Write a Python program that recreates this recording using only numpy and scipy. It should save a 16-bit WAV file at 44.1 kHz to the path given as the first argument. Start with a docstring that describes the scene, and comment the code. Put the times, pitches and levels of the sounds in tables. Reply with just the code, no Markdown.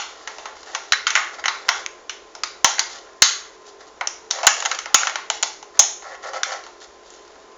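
"""A small tiled kitchen: over the counter, two halves of an aluminium drink can are twisted together.
The thin wall buckles patch by patch, ticking, crinkling and five times snapping loudly.
Between the clicks, stick-slip friction makes the rims scrape and the cup rub under the fingers.
The room rings after the clicks, an appliance hums, and the close microphone overloads on the snaps.
One very short, sharp, dry tick sounds at 1.86 s."""
import sys
import numpy as np
from scipy import signal
from scipy.fft import rfft, irfft
from scipy.io import wavfile
from scipy.ndimage import uniform_filter1d

SR = 44100
rng = np.random.default_rng(int(sys.argv[2]) if len(sys.argv) > 2 else 0)


def unload_audio(sound):
    """Save the sound as a 16-bit wav file, at the path given as the first command line argument."""
    columns = np.transpose(np.atleast_2d(sound))
    # keep every value between -1 and 1, then stretch to whole-number steps
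    steps = np.round(np.clip(columns, -1, 1) * 32767)
    wavfile.write(sys.argv[1], SR, steps.astype(np.int16))


N = 333837
TIME = np.arange(N) / SR

# low, middle, upper and top band of a click: (lower f/Hz, upper f/Hz)
CLICK_BANDS = [(570, 1150), (1150, 2500), (2500, 5300), (5300, 7600)]
# usual mode of a wall patch in each of these bands: (f/Hz)
PATCH_HZ = [1166, 1399, 3082, 6300]


def crinkles(rooms, smear=0.053):
    """Direct and reverberant sound: clicks are detuned up and down on the outer room paths, so the echo is less
    pitched."""
    # buckles of the can, plus one very short, sharp, dry tick at 1.86 s: (t/s, level/dB, body/dB,
    # brightness/dB, leading mode f/Hz, after-ring/dB, decay T60/s, room/dB)
    clicks = [(-0.05, -17, -3.5, 1.5, 2960, -18, .04, -5), (0.2745, -33, -3.5, -0.5, 1700, -17, .04, -4),
              (0.3836, -45, 6.5, 3, 2800, -16, .02, 1), (0.456, -34, -5, -7, 860, -8, .03, 0),
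              (0.6306, -47.5, -4, 0, 5000, -18, .025, -18), (0.7491, -26, -4, 0.5, 1100, -10, 0.069, -4.5),
              (0.9216, -16, -14, -1.5, 4000, -3, .032, -8.5),
              (0.9311, -17, -13.5, -9, 1665, -15, .069, -6.5),
              (1.0685, -18, -20, -5, 3170, -16, .063, -3.5), (1.079, -29, -8, 1, 1490, -9, .025, -2.5),
              (1.1039, -29, -5.5, 6, 1430, -19, .049, -4), (1.153, -17.5, -9, -2, 1470, -22, .074, -2.5),
              (1.161, -19, -10.5, -14.5, 2340, -14, .032, -11),
              (1.174, -19.5, -6.5, -16, 1204, -16, .048, -1.5), (1.44, -28.5, -7, -11, 1960, -13, .031, 2),
              (1.457, -22, -5.5, -2, 1990, -10, .046, -9), (1.481, -19, -8, -7.5, 4050, -21, .039, -4),
              (1.684, -30.5, -1.5, -4, 920, -20, 0.045, -1), (1.6892, -13.5, -13, -6.5, 5580, -9, .031, -5),
              (1.8624, -31.5, -22, 3, 2160, -49, 0.0037, -10.5),
              (2.0952, -32.5, -12, 2.5, 2990, -8, .043, -4), (2.3512, -41.5, 0.5, 1, 5300, -8, .032, -4),
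              (2.435, -24, -9, -1, 4860, -10, .029, -5.5), (2.6449, -14, -5, 7, 902, -7, .037, -5),
              (2.783, -29, -2.5, -11, 1570, -23, .037, -1), (2.793, -22.5, -11.5, 6.5, 4490, -18, .052, -6),
              (3.2207, -8, -13, 7.5, 4250, -27, .033, -7),
              (4.0104, -24.5, -1, -13, 1275, -17.5, .025, -5.5),
              (4.0723, -35.5, -1.5, 14, 5560, -20, .01, -6.5), (4.305, -44, -1, 6, 723, -14, .025, 5),
              (4.3097, -31, -17, 13, 3670, -17, .025, -4.5), (4.431, -31, 5, 1, 750, -17, .02, 3),
              (4.446, -29.5, -4, -19, 764, -16, .027, -3), (4.468, -8, -4, 8, 1270, -11.5, .04, -11.5),
              (4.6025, -36, -17, 7, 6900, -16, .034, -18.5), (4.6236, -30.5, 0, -1, 1290, -17, .027, -19),
              (4.651, -28, -2, 0, 6900, -14, .048, -15), (4.658, -25, -3, 3.5, 1360, -15, .056, -11),
              (4.714, -24.5, -11.5, 0.5, 1326, -16, .044, -6),
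              (4.788, -31.5, -19.5, 4, 1345, -15.5, .035, -4),
              (4.858, -33, -1, -5.5, 1380, -15, .025, -2.5), (4.9439, -9.5, -7.5, 4.5, 6755, -8, .034, -9),
              (5.033, -24, -11.5, -24, 1450, -8, .025, -19), (5.0706, -23, -3, -2, 1360, -22, .025, -3.5),
              (5.096, -31, -12, -4, 1320, -16, .025, -8), (5.1569, -24, -7.5, -5, 1066, -15.5, .025, -5),
              (5.3008, -25.5, 0, 5.5, 2990, -18.5, .025, -4.5),
              (5.427, -30.5, -3.5, 10.5, 7160, -25, 0.044, -10),
              (5.4312, -27.5, 0, 8, 3440, -14, 0.019, -4), (5.6272, -46.5, 6, 5, 810, -16, .029, -5.5),
              (5.7924, -20, 0.5, 16, 6510, -9, .04, -6.5),
              (6.4323, -23.5, -23, 3.5, 1423, -10.5, 0.027, -5.5),
              (6.638, -48.5, -8, 2, 4320, -20, 0.029, 1.5), (6.665, -46.5, -1, -1, 710, -17.5, 0.028, -0.5),
              (7.104, -62.5, 1, 14, 6960, -18, 0.028, -1), (7.138, -58, -4, 7.5, 7000, -18, .025, 2)]
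    out = np.zeros(N)
    for start, level_db, body_db, bright_db, lead_hz, ring_db, t60, room_db in clicks:
        band_db, band_hz = patch_modes(level_db, body_db, bright_db, lead_hz)
        add(out, click(band_db, band_hz, t60, patch_db=-3), start)
        ring = after_ring(np.interp(lead_hz, band_hz, band_db) + ring_db, lead_hz)
        add(out, ring, start)
        add(out, undb(room_db) * signal.fftconvolve(ring, rooms[0]), start)
        for room, side in zip(rooms, np.linspace(-1, 1, len(rooms))):
            sideways = click(band_db, band_hz * (1 + smear * side), t60, patch_db=-10)
            add(out, undb(room_db) * signal.fftconvolve(sideways / np.sqrt(len(rooms)), room), start)
    return out


def patch_modes(level_db, body_db, bright_db, lead_hz, deep_hz=750, scatter=0.04, lead_db=2.7):
    """Plate modes: the size and shape of a patch set a level and a frequency in each band."""
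    band_db = level_db + np.array([body_db, 0, 0.5 * bright_db - 0.5, bright_db])
    band_hz = np.array(PATCH_HZ, float)
    # the lowest mode sinks as the body of the cup joins in
    band_hz[0] = np.interp(body_db, [-5, 0], [PATCH_HZ[0], deep_hz])
    band_hz *= 1 + scatter * np.clip(rng.standard_normal(len(band_hz)), -2, 2)
    lead_band = sum(lead_hz > lo for lo, hi in CLICK_BANDS[1:])
    band_db[lead_band] += lead_db
    band_hz[lead_band] = lead_hz
    return band_db, band_hz


def click(band_db, band_hz, t60, patch_db, crack_s=0.0035, crack_db=3, width_hz=1000, far_db=-3):
    """Impulse excitation: a brief crack, the can's modes, and a wall patch's own more damped ones."""
    t = np.arange(SR // 25) / SR
    crack = rng.standard_normal(len(t)) * np.exp(-t / crack_s) * fade(t, 2 * t60)
    blow = unit(can_ring(t, t60)) + undb(crack_db) * unit(crack)
    out = 0
    for (lo, hi), db, hz in zip(CLICK_BANDS, band_db, band_hz):
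        mode = np.sin(2 * np.pi * hz * t) * fade(t, 0.45 * t60)
        # wall modes near the patch's own are driven hardest
        near = signal.lfilter(*signal.iirpeak(hz, hz / width_hz, fs=SR), blow)
        wall = unit(band(near + undb(far_db) * blow, lo, hi))
        part = wall + undb(patch_db) * unit(band(mode, lo, hi))
        rms = np.sqrt(np.sum(part ** 2) / (0.01 * SR))  # as if all its energy fell within 10 ms
        out = out + undb(db) * part / rms
    return out


def can_ring(t, t60, split=0.045, spot_db=2.5, count=5):
    """Mode splitting: dents and grip make each mode a cluster; the struck spot sets weights and signs."""
    # modes of the hand-held can: (f/Hz, level/dB)
    can_modes = [(560, -9), (670, -12), (760, -1), (860, 7.5), (1080, -1.5), (1320, -5), (1480, 0.5),
                 (1660, -3.5), (1900, 1.5), (2140, 3), (2480, -20.5), (3050, -11.5), (3450, -5.5),
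                 (3830, -3), (4100, -0.5), (4400, -9.5), (4970, -6.5), (5550, -2), (5950, -2), (6250, -1),
                 (6540, -3), (6900, 0.5)]
    hz, db = np.repeat(can_modes, count, axis=0).T
    detune, weight, sign = rng.standard_normal((3, len(hz)))
    gains = undb(db + spot_db * weight) * np.sign(sign)
    return gains @ np.sin(2 * np.pi * np.outer(hz * (1 + split * detune), t)) * fade(t, t60)


def after_ring(level_db, hz, t60=0.15):
    """Free decay: the leading mode rings on briefly after the click."""
    t = np.arange(SR // 4) / SR
    return undb(level_db) * np.sin(2 * np.pi * hz * t) * fade(t, t60)


def twisting(room, grit_db=1, sheen_db=-8, friction_db=-1, room_db=-3):
    """Friction: coarse slips drive the resonances of the cup while fine ones grate along the rim."""
    # resonances of the hollow cup under the fingers: (f/Hz, bandwidth/Hz, level/dB)
    cup_modes = [(537, 59, 1.5), (780, 76, 2), (1090, 58, -0.5), (1360, 70, 2.5), (1630, 200, -4.5),
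                 (1890, 220, -1)]
    rub_gain, scrape_gain = effort()
    coarse = slips(per_second=420, spread_db=3)
    cup = sum((-1) ** k * undb(db) * band(coarse, hz - width / 2, hz + width / 2, order=1)
              for k, (hz, width, db) in enumerate(cup_modes))
    rub = unit(band(cup, 440, 2400, order=4))
    fine = slips(per_second=1300, spread_db=2)
    grit = undb(grit_db) * unit(band(fine, 2900, 9000))
    sheen = undb(sheen_db) * unit(band(fine, 6700, 9400, order=1))
    friction = rub * rub_gain + unit(grit + sheen) * scrape_gain
    direct = undb(friction_db) * friction + ticks(rub_gain, scrape_gain)
    return direct + undb(room_db) * signal.fftconvolve(direct, room)[:N]


def effort(attack_s=0.013, release_s=0.0053, hold_rub_db=-61.5, hold_scrape_db=-60, uneven_db=-0.5):
    """Envelopes of rub and scrape: each twist takes hold, goes on unevenly and lets go."""
    # twists of the halves: (start t/s, duration/s, rub level/dB, scrape level/dB)
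    twists = [(0.082, 0.37, -51, -50), (0.446, 0.053, -42, -51.5), (0.55, 0.12, -56, -53),
              (0.664, 0.096, -40, -44.5), (0.806, 0.18, -53, -50), (1.19, 0.13, -53, -55),
              (1.325, 0.025, -37, -41), (1.381, .018, -32.5, -37.5), (1.527, 0.2, -47.5, -50),
              (1.738, 0.07, -43, -39), (2.89, 0.089, -45.5, -40.5), (3.04, 0.057, -50.5, -64),
              (3.656, .04, -47, -46.5), (3.791, 0.031, -44.5, -49), (3.863, 0.02, -64, -54),
              (4.323, 0.094, -34, -40), (4.553, 0.2, -37.5, -36), (4.989, 0.074, -37.5, -35),
              (5.157, .05, -48.5, -57), (5.737, 0.041, -45, -53.5), (6.017, .13, -39, -49),
              (6.222, 0.073, -34, -40.5), (6.328, 0.05, -30, -37), (6.455, 0.12, -34.5, -42),
              (6.511, 0.019, -36, -32.5), (6.799, 0.046, -47, -43), (7.047, .13, -67, -55),
              (7.224, 0.22, -66.5, -66)]
    gains = np.outer(undb([hold_rub_db, hold_scrape_db]), np.ones(N))  # fingers between twists
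    for start, length, rub_db, scrape_db in twists:
        attack = np.clip((TIME - start) / attack_s, 0, 1)
        release = np.exp(-np.maximum(TIME - start - length, 0) / release_s)
        gains += np.outer(undb([rub_db, scrape_db]), attack * release)
    return gains * undb(uneven_db * walk(35))


def slips(per_second, spread_db):
    """Stick-slip: a Poisson train of impulses of random sign and size."""
    chance, size = rng.random(N), rng.standard_normal(N)
    return (chance < per_second / SR) * rng.choice([-1, 1], N) * undb(spread_db * np.clip(size, -2, 2))


def ticks(rub_gain, scrape_gain, count=70, scatter=0.038, tick_db=-2, spread_db=2):
    """Snap-through: tiny patches flip at random moments, as strongly as the halves are twisted."""
    out = np.zeros(N)
    onsets = rng.integers(0, N, count)
    for i, (size, pitch) in zip(onsets, np.clip(rng.standard_normal((count, 2)), -2, 2)):
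        twist_db = 20 * np.log10(np.repeat([rub_gain[i], scrape_gain[i]], 2) + 1e-9)
        band_db = twist_db + tick_db + spread_db * size
        band_hz = np.array(PATCH_HZ) * (1 + scatter * pitch)
        add(out, click(band_db, band_hz, t60=0.025, patch_db=-3), i / SR)
    return out


def kitchen(build_s=0.001, wall_s=0.0063, wall_db=-13):
    """Reverberation: an impulse response with a diffuse tail and an early reflection off the near wall."""
    # decay of the room by band: (lower f/Hz, upper f/Hz, T60/s, level/dB)
    room_bands = [(203, 1205, 0.37, 5), (960, 2450, 0.52, -1), (2280, 4840, 0.42, 1), (4990, 7800, 0.41, 0)]
    t = np.arange(int(SR * 2 / 3)) / SR
    tail = sum(undb(db) * band(rng.standard_normal(len(t)), lo, hi) * fade(t, t60)
               for lo, hi, t60, db in room_bands)
    tail *= 1 - np.exp(-(t / build_s) ** 2)
    top_hz = room_bands[-1][1]
    tail /= np.sqrt(np.sum(tail ** 2) * SR / 2 / top_hz)  # mean power gain near 1 below top_hz
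    tail[int(wall_s * SR)] += undb(wall_db)
    return tail


def room_air(level_db=-47.5, swell_db=-0.5):
    """Coloured noise: room air and microphone hiss at a nearly steady level."""
    # noise spectrum: (f/Hz, relative spectral level/dB)
    air_spectrum = [(20, -21), (35, -15), (70, -12), (100, -29), (150, -22), (250, -15), (340, -6),
                    (560, -6), (750, -8), (1100, -10), (1600, -15), (2600, -21), (4500, -25), (6800, -22)]
    hz, db = np.transpose(air_spectrum)
    bin_hz = np.maximum(np.arange(N // 2 + 1) * SR / N, 1)
    colour = undb(np.interp(np.log(bin_hz), np.log(hz), db))
    noise = irfft(rfft(rng.standard_normal(N)) * colour, N)
    return unit(noise) * undb(level_db + swell_db * walk(4.8))


def appliance_hum(gain_db=-1, waver_db=2, waver_rad=1.3):
    """Amplitude and phase modulation: the tones of an appliance waver at random."""
    # partials of the hum: (f/Hz, relative level/dB)
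    partials = [(355.3, -60), (403.7, -58), (441.4, -55.5), (608.3, -81), (651.4, -63), (936.7, -69),
                (1034, -56), (1211, -70.5)]
    hum = np.zeros(N)
    for hz, db in partials:
        amplitude = np.sqrt(2) * undb(db + waver_db * walk(7.8))
        hum += amplitude * np.sin(2 * np.pi * hz * TIME + waver_rad * walk(12))
    return undb(gain_db) * hum


def undb(db):
    """Decibels to amplitude ratio."""
    return 10 ** (np.asarray(db) / 20)


def unit(x):
    """Scale to rms 1."""
    return x / np.sqrt(np.mean(x ** 2))


def band(x, lo, hi, order=3):
    """Causal band-pass from lo to hi in Hz."""
    return signal.sosfilt(signal.butter(order, [lo, hi], "band", fs=SR, output="sos"), x)


def add(out, x, start_s):
    """Superposition: mix x into out from start_s on."""
    i = int(round(start_s * SR))
    x, i = x[max(-i, 0):], max(i, 0)
    out[i:i + len(x)] += x[:N - i]


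def walk(rate_hz):
    """Smoothed random steps with a spread near 1."""
    span = max(int(SR / rate_hz), 1)
    steps = np.repeat(rng.standard_normal(N // span + 1), span)
    return 1.5 * uniform_filter1d(uniform_filter1d(steps, span), span)[:N]


def fade(t, t60):
    """Exponential decay by 60 dB in t60."""
    return np.exp(-np.log(1000) * t / t60)


def scene(paths=3):
    """Superposition: the can, heard directly and along a few room paths, over air and hum."""
    rooms = [kitchen() for _ in range(paths)]
    return (crinkles(rooms) + twisting(rooms[0]) + room_air() + appliance_hum())[None]


def record(dry, ceiling=1.18, trough=1.1, mic_hz=7320, top_hz=16000):
    """Asymmetric clipping: a narrow-band microphone overloads unevenly, which thumps."""
    overloaded = np.clip(dry, -trough, ceiling)
    lowpass = signal.firwin(201, mic_hz, fs=SR)
    narrow = signal.fftconvolve(overloaded, lowpass[None], "same")
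    heard = np.clip(narrow, -1, 1)  # the peaks and the filter's overshoot clip again at full scale
    return signal.sosfilt(signal.ellip(8, .2, 85, top_hz, fs=SR, output="sos"), heard)


dry = scene()
out = record(dry)
unload_audio(out)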